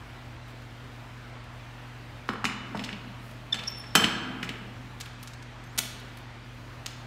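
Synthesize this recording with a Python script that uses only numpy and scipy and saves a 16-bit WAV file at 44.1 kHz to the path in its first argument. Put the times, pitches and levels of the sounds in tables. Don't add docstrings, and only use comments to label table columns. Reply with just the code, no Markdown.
import sys
import numpy as np
from scipy import signal
from scipy.fft import rfft, irfft, next_fast_len
from scipy.io import wavfile
from scipy.ndimage import uniform_filter1d

SR = 44100
rng = np.random.default_rng(int(sys.argv[2]) if len(sys.argv) > 2 else 0)


def unload_audio(sound):
    columns = np.transpose(np.atleast_2d(sound))
    steps = np.round(np.clip(columns, -1, 1) * 32767)
    wavfile.write(sys.argv[1], SR, steps.astype(np.int16))


def boost(x):
    u = np.asarray(x, float) / 20
    return 10 ** u


N = 311434

# mode_hz [Hz], level_db [dB], t60_s [s to fall 60 dB]
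TIP_MODES = [(1297, -10, .2), (1976, -6, .25), (2471, -7, .3), (2724, -5, .3), (2907, 0, .35),
             (3537, -7, .25), (3908, -6, .16), (4350, -6, .16), (5200, 0, .4), (5642, -8, .12),
             (6115, -7, .18), (6589, -5, .16), (7106, -8, .2), (7617, -6, .22), (8145, -9, .15),
             (8646, -8, .12), (9932, -12, .2), (12040, -12, .13), (13060, -10, .13)]
# mode_hz [Hz], level_db [dB], t60_s [s]
SHOULDER_MODES = [(950, -6, 0.07), (1328, 3.5, 0.1), (1697, 0.5, .12), (1885, -12, .12), (2017, -14, 0.16),
                  (2223, -11.5, 0.33), (2420, -23, .2), (2890, 3, 0.14), (3050, 1, .3), (3570, -11, 0.13),
                  (4290, -4, 0.14), (5280, -3.5, 0.23), (6140, -3.5, 0.21), (6627, -9, 0.1),
                  (7720, 5, 0.13), (7300, -5, 0.1), (8600, -5, 0.09), (10130, -3, 0.1), (11900, -10, .1),
                  (13100, -10, .1), (14090, -12, .1), (15300, -16, .08)]
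# mode_hz [Hz], level_db [dB], t60_s [s]
RUBBER_MODES = [(110, -15, .09), (168, -5, .13), (200, 1, .18), (240, 0, .15), (270, -4, .1),
                (339, -4, .08), (418, -5, .07), (452, -8, .06), (560, -5, .05), (650, -4, .05),
                (950, -10, .04)]

TIP_BLOW = dict(thud_db=-32.5, thud_per_db=.47, thud_per_octave=-4,
                contact_ms=.8, softer_ms=.27, contact_max_ms=4.5)
SHOULDER_BLOW = dict(thud_db=-36.5, thud_per_db=.99, thud_per_octave=-.82,
                     contact_ms=4.3, softer_ms=.03, contact_max_ms=5.5)


def evened(x):
    return x / np.sqrt(np.mean(x ** 2) + 1e-20)


def read(points, hz):
    f, value = np.transpose(points)
    return np.interp(np.log(hz + 1), np.log(f + 1), value)


def add(mix, s, sound):
    part = mix[round(s * SR):][:len(sound)]
    part += sound[:len(part)]


def band(x, edges_hz):
    return signal.sosfilt(signal.butter(2, edges_hz, "band", fs=SR, output="sos"), x)


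def wander(rate_hz):
    size = next_fast_len(N)
    hz = np.fft.rfftfreq(size, 1 / SR)
    drift = irfft(rfft(rng.standard_normal(size)) / (1 + (hz / rate_hz) ** 4), size)
    return evened(drift[:N])


def crack(db, hz, ms, below, above):
    size, kept = 4096, 1500
    f = np.fft.rfftfreq(size, 1 / SR)
    octaves = np.log2((f + 50) / hz)
    width = np.where(octaves < 0, below, above)
    colour = 1 / (1 + (octaves / width) ** 2) ** 2
    a, b = uniform_filter1d(rng.standard_normal((2, len(f))), size=14, axis=1)
    late_s = (evened(a) ** 2 + evened(b) ** 2) * max(ms, .2) / 2500
    phase = 2 * np.pi * np.cumsum(late_s + 0.000273) * f[1]
    burst = irfft(colour * np.exp(-1j * phase))[:kept]
    burst *= np.minimum(np.arange(kept) / 12, 1) * np.hanning(2 * kept)[kept:]
    return boost(db + 20.5) * burst / np.linalg.norm(burst)


def ring(modes, db, reach_hz, rise_ms, longest, split):
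    t = np.arange(SR // 4) / SR
    hz, mode_db, t60 = np.transpose(modes)[:, :, None]
    phase, twin, third, share = rng.random((4, len(modes), 1))
    cluster = np.sin(2 * np.pi * (hz * t + phase))
    cluster = cluster + 1.1 * np.sin(2 * np.pi * (hz * (1 + split) * t + twin))
    cluster = cluster + 0.65 * np.sin(2 * np.pi * (hz * (1 - split * (0.26 + third)) * t + third + twin))
    t60 = np.clip(t60, .005, longest * (3000 / hz) ** .25)
    tones = boost(mode_db + 5 * (share - .5) - 60 * t / t60) * cluster
    reached = tones / (1 + (hz / reach_hz) ** 2)
    rise = np.minimum(t * 1000 / rise_ms, 1)
    return boost(db) * reached.sum(0) / np.linalg.norm(boost(mode_db)) * rise


def plate(rows, steel, longest, below, above, thud_db, thud_per_db, thud_per_octave,
          contact_ms, softer_ms, contact_max_ms):
    out = np.zeros(N)
    for s, db, hz, ring_db in rows:
        ms = min(contact_ms - softer_ms * (db + 10), contact_max_ms)
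        thump_db = thud_db + thud_per_db * (db + 20) + thud_per_octave * np.log2(hz / 1500)
        steel_reach_hz = 9000 * boost(.15 * (db + 15))
        rubber_reach_hz = 300 * boost(.5 * (db + 26))
        add(out, s, crack(db - 7.5, hz, ms, below, above))
        add(out, s, ring(steel, ring_db, steel_reach_hz, rise_ms=.8, longest=longest, split=.018))
        add(out, s, ring(RUBBER_MODES, thump_db + 3, rubber_reach_hz, rise_ms=2.7, longest=.25, split=.056))
    return out


def hub_knocks_tip():
    # [steel ring, dB]
    knocks = [(2.2893, -12, 1250, -46), (2.2925, -35, 1110, -64), (2.332, -52, 1000, -65),
              (2.4425, -12, 1260, -31.5), (2.4525, -12.5, 2320, -36.5), (2.747, -18.5, 826, -53),
              (2.752, -23.5, 1260, -48), (2.792, -22.5, 2600, -45), (2.838, -23, 3400, -40),
              (2.889, -22.5, 2010, -47), (2.927, -25, 2800, -62)]
    return plate(knocks, TIP_MODES, longest=.4, below=.8, above=.8, **TIP_BLOW)


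def hub_snags():
    # [steel ring, dB]
    snag_blows = [
        (3.542, -20.5, 3160, -30.5),
        (3.589, -25, 2770, -59),
        (3.635, -28.5, 3500, -53),
        (3.677, -36, 5420, -46),
        (3.838, -32.5, 2060, -54),
    ]
    return plate(snag_blows, SHOULDER_MODES, longest=.12, below=1.1, above=.95, **SHOULDER_BLOW)


def plate_slams():
    # [steel ring, dB]
    slams = [
        (3.952, -1, 1324, -17),
        (3.955, -6, 3200, -20.5),
        (4.041, -8.5, 2680, -26.5),
    ]
    return plate(slams, SHOULDER_MODES, longest=.3, below=1.1, above=.95, **SHOULDER_BLOW)


def plate_settles():
    # [steel ring, dB]
    rocks = [
        (4.428, -17.5, 1900, -39),
        (4.49, -20, 2400, -44),
    ]
    return plate(rocks, TIP_MODES, longest=.2, below=.8, above=1.1, **SHOULDER_BLOW)


def clicks(rows, ms, rebound_db=-2.5):
    out = np.zeros(N)
    for s, db, hz, fizz_db in rows:
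        for late_s, loss_db in [(0, 0), (ms * 0.0013, rebound_db)]:
            body = crack(db - 11 + loss_db, hz, ms, below=3.5, above=.81)
            fizz = crack(fizz_db + loss_db, 11500, ms, below=1, above=.5)
            add(out, s + late_s, body + fizz)
    return out


def hub_edges():
    # [top fizz, dB]
    bites = [(2.2806, -41, 4730, -61), (2.2892, -19.5, 3280, -64), (2.332, -45, 7000, -62),
             (2.4424, -38, 6550, -59), (2.4523, -14.5, 4630, -60), (2.7714, -28, 3910, -58),
             (2.8247, -43, 3500, -58), (2.8444, -24.5, 4800, -64), (3.9519, -2, 4240, -21),
             (3.9564, -5.5, 4640, -28), (4.4444, -33, 5970, -61)]
    return clicks(bites, ms=2.1)


def scrape():
    start_s, end_s, level_db, fade_db = 3.53, 3.95, -42, -23
    t = np.arange(start_s, end_s, 1 / SR)
    strength = boost(3.6 * np.minimum(rng.exponential(1, N), 5))
    snags = strength * rng.standard_normal(N) * (rng.random(N) < 2500 / SR)
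    dull = evened(band(snags, (400, 3500)))
    out = np.zeros(N)
    add(out, t[0], dull[:len(t)] * boost(level_db + fade_db * (t - t[0]) / (t[-1] - t[0])))
    return out


def chirps():
    # [second
    # partial, dB]
    slips = [
        (3.5302, -33.5, 1790, 6, 18.5),
        (3.681, -22, 5470, 9.4, -25),
        (3.949, -37, 3020, 4.2, -38),
        (4.043, -15.5, 3005, 7.9, -29),
        (4.044, -18, 1880, 4, -40),
    ]
    out = np.zeros(N)
    for s, db, hz, ms, second_db in slips:
        third_db = second_db - 10
        t = np.arange(-800, 800) / SR
        shake = evened(uniform_filter1d(rng.standard_normal(len(t)), size=40))
        turns = np.cumsum(hz * (1 - 2.5 * t + .024 * shake)) / SR
        levels = [0, second_db, third_db, third_db - 16, third_db - 22, third_db - 33]
        stack = np.zeros(len(t))
        for k, level in enumerate(levels, 1):
            if k * hz < SR / 2:
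                stack += boost(level) * np.sin(2 * np.pi * k * turns)
        add(out, s + t[0], boost(db) * stack * np.exp(-2 * (t * 1000 / ms) ** 2))
    return out


def glide(rows, flutter_db, jitter):
    s, *columns = np.transpose(rows)
    t = np.arange(N) / SR
    hz, db, *second_db = (np.interp(t, s, c) for c in columns)
    turns = np.cumsum(hz * (1 + jitter * wander(262))) / SR
    tone = np.sin(2 * np.pi * turns)
    for octave_db in second_db:
        tone = tone + boost(octave_db) * np.sin(4 * np.pi * turns) * (hz < SR / 5)
    gate = np.interp(t, [s[0], s[0] + .01, s[-1] - .01, s[-1]], [0, 1, 1, 0])
    return np.sqrt(2) * boost(db + flutter_db * wander(87)) * tone * gate


def squeals():
    # start_s [s], length_s [s], level_db [dB], first_hz [Hz], last_hz [Hz]
    sung = [(3.645, .045, -50, 5240, 5380), (3.685, .265, -43, 5430, 5380), (3.69, .04, -63, 9650, 9750),
            (3.755, .11, -61, 9650, 10050), (3.87, .03, -63, 10250, 10400), (3.685, .05, -60, 14400, 14100),
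            (3.775, .045, -64, 14400, 14450), (3.695, .03, -56, 13400, 13350),
            (3.63, .04, -66, 12600, 12400)]
    swell = .2
    out = np.zeros(N)
    for s, length, db, first_hz, last_hz in sung:
        top_hz = first_hz + swell * (last_hz - first_hz)
        curve = [(s, first_hz, db - 3), (s + swell * length, top_hz, db), (s + length, last_hz, db - 18)]
        out += glide(curve, flutter_db=4.5, jitter=.006)
    return out


def collar_whistle():
    # [second partial, dB]
    whistle_curve = [(5.64, 6060, -68, -5), (5.66, 6500, -64, -6), (5.685, 6000, -74, -2),
                     (5.70, 6840, -70, -17), (5.73, 7700, -74, -12), (5.775, 9700, -58, -20)]
    return glide(whistle_curve, flutter_db=5.5, jitter=.016)


def collar():
    # start_s [s], level_db [dB], centre_hz [Hz], fizz_db [top fizz, dB]
    rattles = [(5.001, -28.5, 4600, -46), (5.0085, -21.5, 5680, -49), (5.0575, -28.5, 3000, -53.5),
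               (5.2282, -31.5, 5000, -43.5), (5.2734, -28.5, 6030, -59), (5.3335, -32.5, 5360, -67),
               (5.4241, -36, 5500, -70), (5.6371, -42, 7400, -71)]
    home_snaps = [
        (5.777, -17, 6030, -34),
        (5.7812, -13.5, 7040, -35),
        (5.785, -8, 7000, -39),
        (5.7885, -7.5, 5770, -21),
    ]
    lever_clicks = [
        (6.8608, -20.5, 4530, -46),
        (6.864, -18, 5100, -45),
    ]
    # start_s [s], level_db [dB]
    thumps = [
        (5.782, -36),
    ]
    # mode_hz [Hz], level_db [dB], t60_s [s]
    lever_modes = [(2750, -2, .007), (4250, -4, .007), (6600, 0, .008), (8200, -8, .006),
                   (12300, -12, .006)]
    out = clicks(rattles, ms=3)
    out += clicks(home_snaps, ms=1.8, rebound_db=-11.5)
    out += clicks(lever_clicks, ms=1.27, rebound_db=-9)
    for s, db in thumps:
        add(out, s, ring(RUBBER_MODES, db, 5000, rise_ms=.66, longest=.15, split=.043))
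    for s, db, *_ in lever_clicks:
        add(out, s, ring(lever_modes, db - 8, 20000, rise_ms=.6, longest=.03, split=.07))
    return out


def body_ticks():
    # start_s [s], level_db [dB]
    tick_times = [(.4794, -45), (0.62, -46), (1.2794, -52), (1.4394, -46), (3.3098, -41), (4.813, -51),
                  (5.1894, -56), (5.9974, -37), (6.1708, -34), (6.1844, -41), (6.6124, -54)]
    return clicks([(s, db, 3800, db - 17.5) for s, db in tick_times], ms=2.6)


def rustle():
    # [over the rustle, dB]
    scuffs = [
        (.47, .06, 9),
        (3.2, 0.16, 7),
    ]
    # start_s [s], length_s [s]
    lulls = [(.35, .12), (1.3, 0.23), (2.34, .1), (2.51, 0.16), (5.08, .12), (5.35, .38), (6.22, 0.23)]
    t = np.arange(N) / SR
    moves_db = np.zeros(N)
    for s, length, db in scuffs + [(s, length, -34) for s, length in lulls]:
        moves_db += db * np.clip(np.minimum(t - s, s + length - t) / .03, 0, 1)
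    grains = rng.standard_normal(N) * boost(1.3 * wander(330) + .64 * wander(3.7))
    return boost(-71 + moves_db) * evened(band(grains, [5000, 15000]))


def hall(x, tail_db):
    # pitch_hz [Hz], t60_s [s]
    hall_decay = [(100, 1.4), (250, 2.54), (600, 1.98), (1500, 1.7), (3000, 1.13), (6000, 0.67),
                  (12000, 0.38)]
    # delay_ms [ms], level_db [dB]
    wall_echoes = [(5, -20), (11, -18), (20, -25), (43, -17), (64, -19)]
    taps = np.zeros(2 * SR)
    start = np.arange(300, 2 * SR - 20, 20)
    taps[start + rng.integers(0, 20, len(start))] = rng.choice([-1., 1.], len(start))
    hz, t, z = signal.stft(taps, SR, nperseg=512)
    fade = boost(-60 * t / read(hall_decay, hz)[:, None])
    tail = signal.istft(z * fade, SR, nperseg=512)[1]
    tail *= boost(tail_db) / np.linalg.norm(tail)
    for ms, db in wall_echoes:
        add(tail, ms / 1000, crack(db - 21.5, 1350, 6, below=9.4, above=2.24))
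    return signal.fftconvolve(x, tail)[:N]


def ventilation():
    # pitch_hz [Hz], level_db [dB per Hz]
    air_colour = [(30, -26), (45, -18.5), (90, -6.5), (200, -19.5), (250, -16), (430, -20.5), (700, -18),
                  (1500, -20), (2500, -24), (4100, -31), (7000, -40.5), (10500, -51), (15000, -55),
                  (16400, -71)]
    # pitch_hz [Hz], level_db [dB rms]
    hum_tones = [(46.5, -52), (120, -45), (165, -68), (241, -55.5), (286, -64), (328, -65.5)]
    # pitch_hz [Hz], level_db [dB rms]
    electric_tone = [(15229, -93)]
    frames, hz = N // 512 + 6, np.fft.rfftfreq(2048, 1 / SR)
    a, b, patches = rng.standard_normal((frames, 1025, 3)).T
    patches = evened(uniform_filter1d(uniform_filter1d(patches, 20, 0), 8, 1))
    level = boost(read(air_colour, hz)[:, None] + 1.16 * patches)
    air = signal.istft((a + 1j * b) * level, nperseg=2048, noverlap=1536)[1][:N]
    t = np.arange(N) / SR
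    hum = np.zeros(N)
    for f, db in hum_tones + electric_tone:
        hum += boost(db + .24 * wander(3.4)) * np.sin(2 * np.pi * f * t + .5 * wander(4.2))
    return boost(-46) * evened(air) + np.sqrt(2) * hum


def scene():
    blows = hub_knocks_tip() + hub_snags() + plate_slams() + plate_settles()
    blows += hub_edges() + scrape() + collar() + body_ticks()
    squeaks = chirps() + squeals() + collar_whistle()
    echoing = hall(blows + boost(-7.5) * squeaks, tail_db=-8)
    return (blows + squeaks + echoing + ventilation() + rustle())[None]


def band_limit(x):
    return signal.sosfilt(signal.butter(12, 16600, fs=SR, output="sos"), x)


def record(dry):
    cut = signal.sosfilt(signal.butter(4, 40, "high", fs=SR, output="sos"), dry)
    overloaded = 0.84 * np.tanh(cut / 0.92)
    edge = signal.sosfilt(signal.cheby1(14, 1, 15750, fs=SR, output="sos"), overloaded)
    return band_limit(edge)


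dry = scene()
out = record(dry)
unload_audio(out)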